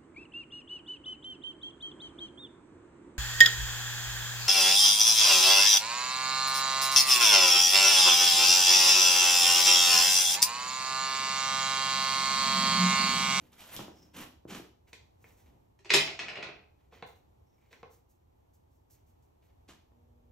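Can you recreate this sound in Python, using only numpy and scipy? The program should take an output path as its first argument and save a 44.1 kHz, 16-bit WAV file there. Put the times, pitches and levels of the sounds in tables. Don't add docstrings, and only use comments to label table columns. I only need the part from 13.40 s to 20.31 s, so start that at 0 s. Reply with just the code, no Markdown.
import sys
import numpy as np
from scipy import signal
from scipy.fft import rfft, irfft, next_fast_len
from scipy.io import wavfile

SR = 44100
rng = np.random.default_rng(int(sys.argv[2]) if len(sys.argv) > 2 else 0)


def transcribe(u):
    v = np.clip(np.atleast_2d(u).T, -1, 1)
    q = np.round(v * 32767).astype(np.int16)
    wavfile.write(sys.argv[1], SR, q)


N = 304731
T = np.arange(N) / SR
RING_TIME = T[:SR]

# (frequency [Hz], level [dB])
CRACK_SPECTRUM = [(30, -40.5), (150, -18.5), (600, -8), (1200, -9), (1900, -0.5), (2600, 4.5), (3200, -1),
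                  (4200, 1), (6000, -5.5), (9000, -8.5), (12500, -17.5), (16000, -21)]


def clinks():
    # (time [s], level [dB], hardness [Hz], body relative to wall [dB], bounce delay [s])
    hits = [(2.39, -67, 12000, 2.5, .002), (2.447, -56, 7400, 6.5, 0.0032), (2.456, -52.5, 5070, 3, 0.0017),
            (2.495, -41, 5000, -12, 0.0043), (2.5034, -21.5, 4630, -12, 0.0017),
            (2.528, -33.5, 9100, -3.5, 0.0036), (2.5376, -16.5, 13010, -6.5, .0018),
            (2.544, -24, 10000, -9, .002), (2.565, -32.5, 3500, -1, 0.0057), (2.676, -38, 3120, -11, .005),
            (2.791, -35, 3900, -19.5, 0.0057), (2.802, -50, 3540, -22, .009),
            (2.8834, -38, 3500, -26, 0.0057), (2.956, -41.5, 2990, -13.5, 0.0072),
            (3.0264, -38, 3070, -18.5, 0.0048)]
    # (frequency [Hz], level [dB], t60 before damping [s])
    glass_modes = [(1380, -12.5, 0.19), (1621, -8.5, .1), (1754, -5, 0.11), (1910, -3.5, 0.34),
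                   (1977, -2.5, .25), (1942, -3.5, 0.49), (2177, -4, 0.092), (2430, 1, 0.11),
                   (2510, -2, .15), (2470, 6.5, 0.091), (2585, 1, 0.29), (2660, -0.5, .15),
                   (2740, -5, 0.15), (3500, -3, .12), (3830, -0.5, 0.14), (4060, 0.5, 0.22),
                   (4460, -5.5, .18), (4524, -8.5, 0.15), (5040, -11, .2), (5300, -10, .16),
                   (5650, -8, .16), (6324, -4, .16), (6020, -6.5, .16), (6850, -6.5, .22), (7453, -8, .2),
                   (7640, -7, 0.13)]
    # (frequency [Hz], level [dB], t60 before damping [s])
    body_modes = [(147.5, -13, 0.34), (281.2, -19.5, 0.092), (331.6, -9.5, 0.1), (353, -2.5, 0.11),
                  (389.4, 1.5, 0.17), (405.4, -2, .24), (578, -12, 0.16), (652, -10.5, 0.7),
                  (787.4, -12, 0.22), (954.4, -6.5, 0.06)]
    bounce_db = -5.5
    heaviest_db = max(hit[1] for hit in hits)
    wall, body = np.zeros((2, N))
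    for s, db, hard_hz, body_db, bounce_s in hits:
        ring_db = -6.5 - 0.22 * (heaviest_db - db)
        for delay_s, loss_db in (0, 0), (bounce_s, bounce_db):
            glass = undb(ring_db) * ring(glass_modes, damping=1.7, detune=0.0035)
            contact = crack(CRACK_SPECTRUM, t60=.028, chatter=.6)
            strike(wall, s + delay_s, db + loss_db, hard_hz, contact + glass)
        strike(body, s, db + body_db, hard_hz, ring(body_modes, damping=0.8, detune=.001))
    bright = studio(radiate(wall, corner_hz=169.9), wet_db=2.06, aside=.15)
    hollow = studio(radiate(body, corner_hz=70), wet_db=-9.5, aside=.3)
    return bright + hollow


def scrape():
    # (time [s], rise [s], length [s], level [dB])
    drags = [(2.657, 0.018, 0.032, -47), (2.784, 0.026, .3, -47.5)]
    # (frequency [Hz], level [dB])
    rasp_spectrum = [(30, -22.5), (150, 3), (320, -2), (440, 3), (540, -3.5), (680, 5.5), (950, -6),
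                     (1500, -1), (1800, -7.5), (2550, 5.5), (3200, -11), (4200, -10), (7000, -40),
                     (14000, -57)]
    slips = friction(rasp_spectrum, grain_db=4, patchy_db=4.5, patchy_hz=110)
    pull = sum(undb(db) * stroke(s, rise_s, length_s, release_db_per_s=185)
               for s, rise_s, length_s, db in drags)
    return studio(slips * pull, wet_db=-2, aside=.3)


def thumps():
    # (time [s], level [dB], hardness [Hz])
    hits = [(0.369, -55, 690), (0.393, -42.5, 1500), (.402, -48, 600), (.482, -46, 1160), (1.053, -45, 394),
            (1.198, -45.5, 443), (2.564, -39, 600), (2.987, -47, 600), (6.29, -57, 500), (6.52, -70, 1500)]
    # (frequency [Hz], level [dB])
    thud_spectrum = [(20, -39), (60, -14), (130, 1.5), (300, 3), (520, -4), (1200, -4.5), (2500, -18.5),
                     (12000, -32)]
    out = np.zeros(N)
    for s, db, hard_hz in hits:
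        strike(out, s, db, hard_hz, crack(thud_spectrum, t60=0.014, chatter=0.055))
    return studio(out, wet_db=-3.5, aside=.5)


def knocks():
    # (time [s], level [dB], hardness [Hz], body relative to wall [dB])
    taps = [(1.5306, -48, 7100, -6.5), (1.842, -56.5, 1790, -7.5), (3.525, -57, 5925, 7),
            (3.6248, -41.5, 4540, 6.5), (3.626, -51.5, 1990, 17), (4.329, -53.5, 6000, -5),
            (4.4304, -47, 4205, 10)]
    # (frequency [Hz], level [dB], t60 before damping [s])
    wall_modes = [(1700, -9, 0.033), (1940, 6, 0.01), (2090, 5.5, 0.038), (2400, -2.5, 0.027),
                  (2654, -3, 0.1), (3000, -4.5, 0.023), (3310, -3.5, 0.039), (3880, 1, 0.0047),
                  (5060, -22, 0.016)]
    # (frequency [Hz], level [dB], t60 before damping [s])
    body_modes = [(160, -6.5, 0.059), (461, -1, 0.056), (562, -6.5, 0.039), (698, 0, 0.016),
                  (828, -2, 0.02), (1030, -1.5, 0.035), (1260, 0, 0.0034)]
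    out = np.zeros(N)
    for s, db, hard_hz, body_db in taps:
        wall = ring(wall_modes, damping=1.9, detune=0.011)
        contact = undb(-2.5) * crack(CRACK_SPECTRUM, t60=0.0099, chatter=0.74)
        body = undb(body_db) * ring(body_modes, damping=1.41, detune=0.0042)
        strike(out, s, db, hard_hz, wall + contact + body)
    return studio(out, wet_db=-1.5, aside=0.46)


def nail_ticks():
    # (time [s], level [dB], hardness [Hz])
    ticks = [(0.132, -66.5, 12000), (0.207, -56.5, 16000), (0.3457, -55, 18000), (0.3651, -42, 11000),
             (1.533, -55, 12400), (6.288, -61.5, 6000)]
    # (frequency [Hz], level [dB])
    nail_spectrum = [(200, 14), (1100, -15), (3500, 12), (7000, 5), (13000, 0), (16000, -15)]
    out = np.zeros(N)
    for s, db, hard_hz in ticks:
        strike(out, s, db, hard_hz, crack(nail_spectrum, t60=0.009, chatter=0.07))
    return studio(out, wet_db=1.5, aside=1.0)


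def cloth_wipes():
    # (time [s], rise [s], length [s], level [dB], relative rumble [dB], relative fibres [dB])
    wipes = [(0.0, 0.0033, 0.068, -70.5, 6, -2.5), (0.116, 0.0067, 0.049, -65.5, -7, -1.5),
             (0.173, 0.028, 0.18, -54.5, -14, -2.5), (0.313, 0.028, 0.038, -54.5, -30, 6.5),
             (0.387, .015, 0.024, -50, -1, -15), (0.519, 0.053, 0.16, -74, 9.5, -9),
             (0.731, 0.038, 0.09, -47.5, -3, -6), (1.074, 0.035, 0.095, -47.5, -1.5, -8.5),
             (2.06, 0.018, 0.074, -80.5, 13, -15), (6.278, .012, .018, -54, -6, -14)]
    # (frequency [Hz], level [dB])
    hiss_spectrum = [(30, -2), (200, -7), (600, 0.5), (1150, 2.5), (1800, 0), (3000, 2.5), (4500, -3.5),
                     (7000, -5.5), (10000, -10), (13000, -16), (16000, -33)]
    rumble_spectrum = [(40, -23), (110, -6), (180, 1.5), (330, -4.5), (520, -13), (1000, -19.5),
                       (4000, -92)]
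    fibre_spectrum = [(3000, -7), (7000, -17), (10000, 3.5), (13000, 0.5), (16000, -18)]
    hiss = friction(hiss_spectrum, grain_db=3, patchy_db=2.5, patchy_hz=200)
    rumble = friction(rumble_spectrum, grain_db=6, patchy_db=-1, patchy_hz=33)
    fibres = friction(fibre_spectrum, grain_db=2, patchy_db=4, patchy_hz=510)
    out = np.zeros(N)
    for s, rise_s, length_s, db, rumble_db, fibre_db in wipes:
        rustle = hiss + undb(rumble_db) * rumble + undb(fibre_db) * fibres
        out += undb(db) * stroke(s, rise_s, length_s, release_db_per_s=227) * rustle
    return studio(out, wet_db=-5.5, aside=0.79)


def slides():
    # (time [s], length [s], hiss [dB], rub [dB])
    touches = [(1.468, 0.027, -70, -69.5), (1.778, 0.16, -69, -71), (1.965, 0.041, -69.5, -73.5),
               (2.054, .025, -80, -73), (3.366, 0.086, -91, -75.5), (3.509, 0.06, -74, -58),
               (3.656, .04, -66.5, -63), (3.751, 0.016, -75, -75), (4.05, 0.35, -86, -82),
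               (4.306, 0.034, -76.5, -60), (4.494, 0.053, -67, -73.5), (4.684, 0.035, -74, -88),
               (5.13, 0.021, -73.5, -95), (5.29, 0.077, -80, -99), (5.495, 0.033, -64.5, -78),
               (5.538, 0.025, -89, -75.5), (5.659, 0.023, -75.5, -83), (5.821, 0.0083, -76, -98),
               (6.012, 0.052, -79, -74.5)]
    # (frequency [Hz], level [dB])
    hiss_spectrum = [(2000, -25), (4500, -3.5), (6200, 0.5), (8000, -2), (12500, 1.5), (16000, -5)]
    rub_spectrum = [(30, -43), (200, -1.5), (450, 5.5), (1100, -4.5), (1700, -1.5), (2300, 1), (3100, -3),
                    (4100, -5), (6500, -15), (12000, -37)]
    hiss = friction(hiss_spectrum, grain_db=1.5, patchy_db=1.5, patchy_hz=70)
    rub = friction(rub_spectrum, grain_db=5, patchy_db=4, patchy_hz=39)
    out = np.zeros(N)
    for s, length_s, hiss_db, rub_db in touches:
        movement = stroke(s, 0.43 * length_s, length_s, release_db_per_s=257)
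        out += movement * (undb(hiss_db) * hiss + undb(rub_db) * rub)
    return studio(out, wet_db=-8.5, aside=0.89)


def squeaks():
    # (time [s], rise [s], length [s], level [dB], pitch [Hz])
    rubs = [(0.481, 0.14, 0.13, -62.5, 5360), (4.048, 0.035, .075, -82, 5520),
            (4.144, 0.069, .19, -77, 2250), (4.301, 0.013, 0.02, -70.5, 4060),
            (4.362, .015, .04, -80, 5530)]
    # (frequency [multiple of the pitch], level [dB])
    peak = [(.2, -44), (.84, -23), (1, -1), (1.11, -12), (1.28, -20), (1.7, -23.5)]
    out = np.zeros(N)
    for s, rise_s, length_s, db, pitch_hz in rubs:
        slips = friction(np.array(peak) * [pitch_hz, 1], grain_db=2, patchy_db=4, patchy_hz=130)
        out += undb(db) * stroke(s, rise_s, length_s, release_db_per_s=152) * slips
    return studio(out, wet_db=-10, aside=0.43)


def motor():
    # (frequency [multiple of the mains], relative level [dB])
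    harmonics = [(1, 4.5), (2, -9), (4, 1), (6, -23), (8, -12), (10, -14.5)]
    # (frequency [Hz], level [dB])
    wheel_spectrum = [(25, -23), (65, 14), (110, 10.5), (200, -7.5), (500, -7.5), (1200, -34),
                      (3000, -50.5)]
    mains_hz, start_s, spin_up_s = 60, 6.49, 0.079
    hum = sum(undb(db) * np.sin(2 * np.pi * (k * mains_hz * T + rng.random())) for k, db in harmonics)
    rumble = unit(colour(rng.standard_normal(N), wheel_spectrum))
    running = undb(-70.5) * np.sqrt(2) * hum + undb(-67) * rumble
    fade_in = np.clip((T - start_s) / spin_up_s, 0, 1)
    return studio(fade_in * running, wet_db=-9.5, aside=.8)


def room_tone():
    # (frequency [Hz], relative mid [dB], relative side [dB])
    air_spectrum = [(20, -17, -24), (44.8, -4.5, -6), (68.85, 5.5, -2.5), (111.2, -1.5, -1.5),
                    (173, -14, -4), (349.9, -17, -6), (601.5, -24.5, -16), (869.7, -20, -16.5),
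                    (1500, -35, -29.5), (2807, -37, -35), (6000, -40, -41.5), (9100, -42, -43),
                    (13000, -36, -36.5), (15500, -51, -45)]
    hz, mid_db, side_db = np.transpose(air_spectrum)
    air = np.array([colour(rng.standard_normal(N), np.c_[hz, db]) for db in (mid_db, side_db)])
    return air * undb(-42 + 1.3 * wander(rate_hz=5))


def room_tail():
    # (frequency [Hz], t60 [s])
    decays = [(100, 0.37), (400, 0.46), (1000, .38), (2500, 0.35), (5000, 0.42), (9000, 0.24),
              (15000, 0.32)]
    build_s, size = 0.0031, len(RING_TIME)
    centres, t60s = np.transpose(decays)
    diffuse = np.exp(2j * np.pi * rng.random(size // 2 + 1))
    bands = [irfft(diffuse * on_bins(centres, weights, size)) for weights in np.eye(len(centres))]
    tail = sum(band * fade(t60) for band, t60 in zip(bands, t60s))
    tail *= 1 - np.exp(-(RING_TIME / build_s) ** 2)
    return tail / np.sqrt(np.sum(tail ** 2))


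def studio(x, wet_db, aside):
    direct = np.array([x, aside * np.gradient(x)])
    tails = np.array([signal.fftconvolve(x, room_tail())[:N] for _ in range(2)])
    return direct + undb(wet_db) * tails


def strike(track, s, db, hard_hz, response):
    softened = signal.sosfilt(signal.butter(2, hard_hz, fs=SR, output="sos"), response)
    start = int(s * SR)
    piece = track[start:start + len(RING_TIME)]
    piece += undb(db) * unit_hit(softened)[:len(piece)]


def ring(modes, damping, detune):
    shifts = 1 + detune * rng.standard_normal(len(modes))
    out = np.zeros(len(RING_TIME))
    for k, (hz, db, t60) in enumerate(modes):
        gain = (-1) ** k * undb(db) / np.sqrt(t60)
        out += gain * fade(t60 / damping) * np.sin(2 * np.pi * hz * shifts[k] * RING_TIME)
    return unit_hit(out)


def crack(spectrum, t60, chatter):
    burst = chatter * rng.standard_normal(len(RING_TIME)) * fade(t60)
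    burst[0] += 1
    return unit_hit(colour(burst, spectrum))


def radiate(x, corner_hz):
    return signal.sosfilt(signal.butter(2, corner_hz, "high", fs=SR, output="sos"), x)


def friction(spectrum, grain_db, patchy_db, patchy_hz):
    sizes = np.minimum(rng.exponential(size=N), 4.5)
    slips = rng.standard_normal(N) * undb(grain_db * sizes)
    patches = undb(patchy_db * np.clip(wander(patchy_hz), -2, 2))
    return unit(colour(slips * patches, spectrum))


def stroke(s, rise_s, length_s, release_db_per_s):
    attack = np.clip((T - s) / rise_s, 0, 1)
    return attack * undb(-release_db_per_s * np.maximum(T - s - length_s, 0))


def colour(x, spectrum):
    size = 2 * next_fast_len(len(x))
    cepstrum = irfft(np.log(undb(on_bins(*np.transpose(spectrum), size))))
    cepstrum[1:size // 2] *= 2
    cepstrum[size // 2 + 1:] = 0
    return irfft(rfft(x, size) * np.exp(rfft(cepstrum)))[:len(x)]


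def on_bins(hz, values, size):
    return np.interp(np.log(np.maximum(np.fft.rfftfreq(size, 1 / SR), 1)), np.log(hz), values)


def wander(rate_hz):
    knots = rng.standard_normal(4096)
    return np.interp(T * rate_hz, np.arange(len(knots)), knots)


def fade(t60):
    return np.exp(-np.log(1000) * RING_TIME / t60)


def undb(db):
    return 10 ** (np.asarray(db) / 20)


def unit(x):
    return x / np.sqrt(np.mean(x ** 2))


def unit_hit(x):
    return x * np.sqrt(.01 * SR / np.sum(x ** 2))


def scene():
    # (frequency [Hz], mid [dB], side [dB])
    port_response = [(100, -2.5, -15), (366, 0.5, -9), (682, -1, 1), (1801.5, -1.5, -6.5), (3040, -2.5, -2),
                     (4970, -6, -5.5), (5800, -2.5, -6), (7814, -4, -1.5), (9247, -11, 2), (9964, -35, 1.5),
                     (12220, -1.5, -0.5), (13500, -6.5, -5), (15670, -3, -29.5)]
    hz, mid_db, side_db = np.transpose(port_response)
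    brush = clinks() + scrape()
    small_sounds = thumps() + knocks() + nail_ticks() + cloth_wipes() + slides() + squeaks()
    mid, side = brush + small_sounds + motor() + room_tone()
    mid, side = colour(mid, np.c_[hz, mid_db]), colour(side, np.c_[hz, side_db])
    return np.array([mid + side, mid - side]) * undb([[-.25], [.25]])


def record(dry):
    top_hz = 15720
    return signal.sosfilt(signal.ellip(10, .2, 70, top_hz, fs=SR, output="sos"), dry)


dry = scene()
out = record(dry)
transcribe(out)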